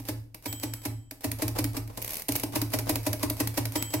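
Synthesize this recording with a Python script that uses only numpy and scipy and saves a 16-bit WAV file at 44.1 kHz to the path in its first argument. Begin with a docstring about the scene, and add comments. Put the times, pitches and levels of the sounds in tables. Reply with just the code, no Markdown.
"""A manual typewriter on a wooden desk, heard from close by in a small quiet room.
Each key rattles its linkage, slaps a type bar on the platen and shakes frame and desk;
the escapement snaps as the key comes up. Hard-pressed levers clunk.
Midway the carriage is pushed back over its ratchet against the stop. The margin bell rings twice."""
import sys
import numpy as np
from scipy import signal
from scipy.fft import rfft, irfft
from scipy.io import wavfile

SR = 44100
rng = np.random.default_rng(int(sys.argv[2]) if len(sys.argv) > 2 else 0)


def inscribe(sig):
    """Save sig as 16-bit PCM at rate SR to the path in sys.argv[1].

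    A 1-D sig is mono; a 2-D sig holds one channel per row.
    Samples are clipped to [-1, 1] before scaling.
    """
    pcm = np.round(np.clip(np.atleast_2d(sig).T, -1, 1) * 32767)
    wavfile.write(sys.argv[1], SR, pcm.astype(np.int16))


N = 176400
TIME_S = np.arange(N) / SR
BIN_HZ = np.maximum(np.arange(N // 2 + 1) * SR / N, 1)

# Type bar strikes. Each row: time in seconds, slap in dB, thump in dB.
BAR_STRIKES = [(-.09, -17, -21), (0.0875, -30.5, -27.5), (.459, -31.5, -30.5), (.634, -30, -27),
               (0.8538, -30, -27.5), (1.244, -28.5, -24.5), (1.4223, -27, -23), (1.5873, -26.5, -24),
               (1.7682, -31.5, -28.5), (2.558, -25, -24), (2.7374, -24.5, -24.5), (2.895, -24, -21.5),
               (3.067, -26, -23.5), (3.2307, -26, -22.5), (3.4027, -25, -22), (3.5764, -25, -23),
               (3.7574, -25, -23.5), (3.939, -26.5, -22.5)]
# Keys and space bar coming up. 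Each row: time in seconds, snap in dB, thud in dB.
KEY_RELEASES = [(-.004, -36, -43.5), (0.3463, -33, -47.5), (0.528, -26.5, -41), (0.7371, -26, -44),
                (1.1116, -30, -43), (1.3168, -23, -38.5), (1.4808, -23.5, -33), (1.6428, -21.5, -31.5),
                (1.877, -40.5, -48.5), (2.617, -20, -32), (2.7884, -21.5, -29.5), (2.9572, -21, -31.5),
                (3.1312, -21, -35), (3.3001, -21, -30), (3.474, -22, -35.5), (3.655, -24, -33.5),
                (3.8254, -22, -37.5)]
# Bell taps. Each row: time in seconds, low modes in dB, high modes in dB (more for a harder tap).
BELL_TAPS = [(.476, -39.5, -39.5), (3.762, -35.5, -44)]
# Keys and return lever taking load. Each row: time in seconds, level in dB.
LEVER_CLUNKS = [(1.395, -36.5), (1.56, -31), (1.747, -36), (1.899, -43.5), (1.978, -39), (2.533, -35),
                (2.871, -34), (3.209, -41.5)]
# Return lever and carriage hitting stops. 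Each row: time in seconds, then clack, frame and desk in dB.
STOP_KNOCKS = [(1.975, -31.5, -41.5, -43), (2.2891, -24, -24, -27.5), (2.3553, -24, -44, -30),
               (2.4354, -25.5, -27, -36)]
# Pawl skipping over the rack, then clicking on the rebound. Each row: time in seconds, level in dB.
PAWL_TICKS = [(2.018, -31), (2.024, -28), (2.0462, -30), (2.062, -39), (2.078, -29.5), (2.0928, -32),
              (2.1062, -29.5), (2.1202, -31), (2.134, -30), (2.143, -30), (2.155, -29), (2.169, -28.5),
              (2.1814, -38), (2.1966, -33), (2.2205, -32.5), (2.2842, -25), (2.3213, -23.5), (2.362, -21),
              (2.398, -27)]
# Envelope of rail friction and rebound scrape. Each row: time in seconds, level in dB.
RAIL_FRICTION = [(1.92, -59), (2.05, -44), (2.16, -43.5), (2.21, -42.5), (2.24, -67), (2.28, -66),
                 (2.31, -40.5), (2.4, -43.5), (2.45, -55)]

# Body modes. 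Each row: frequency in Hz, relative level in dB, swell in seconds, T60 in seconds.
PLATEN_MODES = [(615.7, -1.5, 0.0022, 0.046), (841, -17.5, 0.0018, 0.11), (953, -9.5, 0.00092, 0.046),
                (1966, -18, 0.00058, 0.052)]
FRAME_MODES = [(290.3, 16.5, 0.018, 0.068), (269.9, -8, 0.047, 0.35), (360.4, -8, 0.027, 0.18),
               (437.4, -12, 0.0041, .12)]
DESK_MODES = [(43, -19, 0.031, .8), (80, -12, 0.01, 0.36), (109.96, 4.5, 0.035, 0.28)]
BELL_MODES = [(3139, -10, .002, 1.5), (3243, -13, .002, 1.1), (7792, 0, .006, 1.4), (13786, -1, .002, .55),
              (13990, -1, .002, .42)]

# Noise colours. Each row: frequency in Hz, relative spectral density in dB.
SLAP_COLOUR = [(150, 2.5), (450, 8.5), (900, 9), (1400, 0), (2350, 5), (3300, -2), (5000, 4), (7000, -1.5),
               (10000, 2), (12800, 4.5), (16000, -3.5)]
CLACK_COLOUR = [(150, -1), (550, 13), (1400, -3), (2200, 1.5), (3300, -0.5), (5000, 1.5), (7500, -1.5),
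                (10500, 4), (12800, 5), (16000, -6)]
SNAP_COLOUR = [(200, 4.5), (700, 0), (1400, -2), (2200, 4.5), (3300, -2.5), (4600, 2.5), (7500, -2.5),
               (10500, 3), (12000, 2), (12900, 12.5), (14000, -4.5), (16000, 2.5)]
CLUNK_COLOUR = [(150, 1), (500, 0), (950, -3), (1450, -14), (16000, -26)]
PAWL_COLOUR = [(700, 3.5), (1400, -16), (2200, 2), (3400, -2.5), (6000, 0.5), (8000, -2), (12800, 8.5),
               (16000, 0)]
HUSH_COLOUR = [(45, 29), (110, 18), (1000, 0), (16000, -12)]

# Room decay. Each row: frequency in Hz, T60 in seconds.
REVERB_T60_S = [(200, 0.67), (1100, 0.4), (15000, 0.33)]
# Room gain. Each row: frequency in Hz, level in dB.
REVERB_DB = [(100, 0), (300, -11.5), (600, -6.5), (1200, -5.5), (3000, -8), (8000, -9.5), (15000, -11.5)]
# Stereo likeness of noise and room tail. Each row: frequency in Hz, left-right correlation.
NOISE_CORRELATION = [(100, 0.89), (500, 0.41), (1000, 0.2), (2300, 0.38), (4500, -0.21), (8000, 0.36),
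                     (13000, 0.48)]
REVERB_CORRELATION = [(100, 1), (1500, -0.046), (4500, -0.18), (9000, 1)]
# Microphone balance. Each row: frequency in Hz, left minus right in dB.
MIC_BALANCE_DB = [(100, -1), (1200, .8), (4500, -1.6), (9000, .6), (13500, -2.8)]

KEY_TRAVEL_S = .035  # touch to strike
KEY_TICK_DB, LINKAGE_DB, LINKAGE_RISE_DB = -11.5, -16, 9.5  # relative to the slap
JINGLE_DB, JINGLE_T60_S = -22, 0.43  # loose parts, relative to the slap
SHAKE_LAG_S, FALL_BACK_S = 0.00167, 0.004835  # slap to body ring; snap to key landing
NEW_LINE_PLATEN_DB, STEADYING_HAND_DB = 3.5, -2  # after the return: platen rings more, hand damps desk
BRACE_DB, BRACE_S = -9, 0.019  # a finger driving a key briefly stills the desk
HUSH_DB, CUTOFF_HZ = -66, 15900


def from_db(db):
    """Decibels to gain."""
    return 10 ** (np.asarray(db) / 20)


def decay(time_s, t60_s):
    """Exponential fall, 60 dB in t60_s."""
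    return np.exp(-np.log(1000) * time_s / t60_s)


def at_hz(table, hz):
    """Read a table on a log-frequency axis."""
    knots_hz, values = np.transpose(table)
    return np.interp(np.log(hz), np.log(knots_hz), values)


def noise(colour, grain_db):
    """Grainy stereo noise, rms 1: the dense ringing of many small parts."""
    grains = from_db(grain_db * np.repeat(rng.standard_normal(N // 16 + 1), 16)[:N])
    mid, side = rfft(rng.standard_normal((2, N)) * grains) * from_db(at_hz(colour, BIN_HZ))
    alike = np.clip(at_hz(NOISE_CORRELATION, BIN_HZ), -.99, .99)
    stereo = irfft(np.sqrt(1 + alike) * mid + np.sqrt(1 - alike) * side * [[1], [-1]], N)
    return stereo / stereo.std()


def chatter(depth_db):
    """Loose parts touch unevenly: a new random gain every 3 ms."""
    knots_s = np.arange(0, N / SR, .003)
    return from_db(depth_db * np.interp(TIME_S, knots_s, rng.uniform(-0.91, 1, len(knots_s))))


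def blows(times_s, levels_db, attack_s, t60_s, ring_db, ring_t60_s, hold_s=0):
    """Contact envelope: quick rise, hold, fast fall, weaker after-ring."""
    power = np.zeros(N)
    for at_s, db in zip(times_s, levels_db):
        near = slice(max(int((at_s - .03) * SR), 0), int((at_s + .4) * SR))
        t = TIME_S[near] - at_s
        rise = np.exp(np.minimum(t, 0) / attack_s)
        after_s = np.maximum(t - hold_s, 0)
        fall = decay(after_s, t60_s) + from_db(ring_db) * decay(after_s, ring_t60_s)
        power[near] += (from_db(db) * rise * fall) ** 2
    return np.sqrt(power)


def struck(modes, times_s, levels_db, vary_db, detune, spread_rad=0):
    """Each blow rings all modes of a body, with random strength, pitch and left-right phase gap."""
    hz, mode_db, swell_s, t60_s = np.transpose(modes)[:, :, None]
    stereo = np.zeros((2, N))
    t = TIME_S[:int(t60_s.max() * SR)]
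    shape = from_db(mode_db) * (1 - np.exp(-t / swell_s)) * decay(t, t60_s)
    for at_s, db in zip(times_s, levels_db):
        strength, pitch, gap = rng.standard_normal((3, len(modes), 1))
        phase = 2 * np.pi * hz * (1 + detune * pitch) * t
        envelope = shape * from_db(db + vary_db * strength)
        mid = (envelope * np.cos(spread_rad * gap) * np.sin(phase)).sum(0)
        side = (envelope * np.sin(spread_rad * gap) * np.cos(phase)).sum(0)
        index = int(at_s * SR) + np.arange(len(t))
        heard = (index >= 0) & (index < N)
        stereo[:, index[heard]] += mid[heard] + side[heard] * [[1], [-1]]
    return stereo


def linkage(strikes_s, slaps_db):
    """Envelope of the linkage rattle, growing over each key's travel."""
    swing = np.zeros(N)
    for at_s, db in zip(strikes_s, slaps_db):
        moving = (TIME_S > at_s - KEY_TRAVEL_S) & (TIME_S < at_s)
        rise_db = LINKAGE_RISE_DB * (TIME_S[moving] - at_s) / KEY_TRAVEL_S
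        swing[moving] += from_db(db + LINKAGE_DB + rise_db)
    return swing * chatter(depth_db=6)


def type_bars():
    """The key ticks, the bar swings, slaps the platen and shakes frame, desk and loose parts."""
    at_s, slap_db, thump_db = np.transpose(BAR_STRIKES)
    tick = blows(at_s - KEY_TRAVEL_S, slap_db + KEY_TICK_DB,
                 attack_s=0.00076, t60_s=0.019, ring_db=-23, ring_t60_s=0.11)
    tick = tick * noise(CLACK_COLOUR, grain_db=-6.5)
    swing = linkage(at_s, slap_db)
    slap = blows(at_s, slap_db,
                 attack_s=0.0017, t60_s=0.062, ring_db=-13.5, ring_t60_s=0.082, hold_s=0.0013)

    shake_s = at_s + SHAKE_LAG_S
    new_line = at_s > STOP_KNOCKS[-1][0]
    platen_db = thump_db + NEW_LINE_PLATEN_DB * new_line
    desk_db = thump_db + STEADYING_HAND_DB * new_line
    platen = struck(PLATEN_MODES, shake_s, platen_db, vary_db=3, detune=0.02, spread_rad=0.09)
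    frame = struck(FRAME_MODES, shake_s, thump_db, vary_db=0, detune=0.024, spread_rad=0.32)
    desk = struck(DESK_MODES, shake_s, desk_db, vary_db=1.5, detune=0.024, spread_rad=0.071)
    braced = from_db(BRACE_DB * np.exp(-((TIME_S - at_s[:, None]) / BRACE_S) ** 2).sum(0))

    since_s = np.maximum(TIME_S - at_s[:, None], 0)
    jingles = from_db(slap_db[:, None] + JINGLE_DB) * (since_s > 0) * decay(since_s, JINGLE_T60_S)
    jingle = jingles.sum(0) * chatter(depth_db=-5)
    clatter = (slap + swing + jingle) * noise(SLAP_COLOUR, grain_db=1.5)
    return tick + clatter + platen + frame + desk * braced


def escapement():
    """A bright steel snap, then a thud as the key falls back."""
    at_s, snap_db, thud_db = np.transpose(KEY_RELEASES)
    snap = blows(at_s, snap_db,
                 attack_s=0.00098, t60_s=0.016, ring_db=-20.5, ring_t60_s=0.21, hold_s=0.00038)
    snap = snap * noise(SNAP_COLOUR, grain_db=-0.5)
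    land_s = at_s + FALL_BACK_S
    settle = blows(land_s, thud_db - 4.5, attack_s=0.0017, t60_s=0.054, ring_db=-19, ring_t60_s=0.066)
    settle = settle * noise(SLAP_COLOUR, grain_db=-1.5) * chatter(depth_db=6)
    thud = struck(FRAME_MODES + PLATEN_MODES, land_s, thud_db, vary_db=4, detune=0.022)
    return snap + settle + thud


def margin_bell():
    """A small tapped steel bell: three low modes, two high."""
    at_s, low_db, high_db = np.transpose(BELL_TAPS)
    low = struck(BELL_MODES[:3], at_s, low_db, vary_db=.5, detune=0, spread_rad=.4)
    high = struck(BELL_MODES[3:], at_s, high_db, vary_db=.5, detune=0, spread_rad=.4)
    return low + high


def levers():
    """A hard-pressed lever takes up its load with a dull, hollow clunk."""
    clunks = blows(*np.transpose(LEVER_CLUNKS),
                   attack_s=0.0033, t60_s=0.1, ring_db=-53, ring_t60_s=0.091, hold_s=0.0057)
    return clunks * noise(CLUNK_COLOUR, grain_db=3.5)


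def carriage_return():
    """The lever clacks; the carriage slides, pawl ticking, and hits the stop."""
    at_s, clack_db, frame_db, desk_db = np.transpose(STOP_KNOCKS)
    clacks = blows(at_s, clack_db,
                   attack_s=0.0016, t60_s=0.032, ring_db=-16.5, ring_t60_s=0.13, hold_s=0.00088)
    clacks = clacks * noise(CLACK_COLOUR, grain_db=0.5)
    body = struck(FRAME_MODES + PLATEN_MODES, at_s, frame_db, vary_db=1, detune=0.024)
    desk = struck(DESK_MODES, at_s, desk_db, vary_db=1, detune=0.016)
    ticks = blows(*np.transpose(PAWL_TICKS),
                  attack_s=0.00048, t60_s=0.019, ring_db=-21.5, ring_t60_s=0.067, hold_s=0.0011)
    ticks = ticks * noise(PAWL_COLOUR, grain_db=3)
    slide_db = np.interp(TIME_S, *np.transpose(RAIL_FRICTION), left=-np.inf, right=-np.inf)
    slide = from_db(slide_db) * noise(SLAP_COLOUR, grain_db=2.5) * chatter(depth_db=4)
    return clacks + body + desk + ticks + slide


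def room(direct, build_s):
    """Diffuse after-ring of casing and room, dying band by band."""
    t = TIME_S[:SR * 3 // 4]
    tail = 0
    edges_hz = np.geomspace(30, 19000, 13)
    for low_hz, high_hz in zip(edges_hz, edges_hz[1:]):
        hz = np.sqrt(low_hz * high_hz)
        bandpass = signal.butter(2, [low_hz, high_hz], "band", fs=SR, output="sos")
        band = signal.sosfilt(bandpass, rng.standard_normal((2, len(t))))
        band = band * (1 - np.exp(-t / build_s)) * decay(t, at_hz(REVERB_T60_S, hz))
        alike = np.clip(at_hz(REVERB_CORRELATION, hz), -.99, .99)
        share = np.array([[1 + alike], [1 - alike]]) * (high_hz - low_hz) / SR
        energy = (band ** 2).sum(1, keepdims=True)
        tail = tail + band * from_db(at_hz(REVERB_DB, hz)) * np.sqrt(share / energy)
    mid, side = signal.fftconvolve(direct, tail, axes=1)[:, :N]
    return mid + side * [[1], [-1]]


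def scene():
    """The machine in its room, the dry bell and a faint hush."""
    machine = type_bars() + levers() + escapement() + carriage_return()
    hush = from_db(HUSH_DB) * noise(HUSH_COLOUR, grain_db=0)
    return machine + room(machine, build_s=0.0039) + margin_bell() + hush


def record(dry):
    """Two microphones of slightly different colour, then a steep low-pass."""
    balance = from_db(at_hz(MIC_BALANCE_DB, BIN_HZ) * [[.5], [-.5]])
    lowpass = signal.ellip(10, .3, 80, CUTOFF_HZ, fs=SR, output="sos")
    return signal.sosfilt(lowpass, irfft(rfft(dry) * balance, N))


dry = scene()
out = record(dry)
inscribe(out)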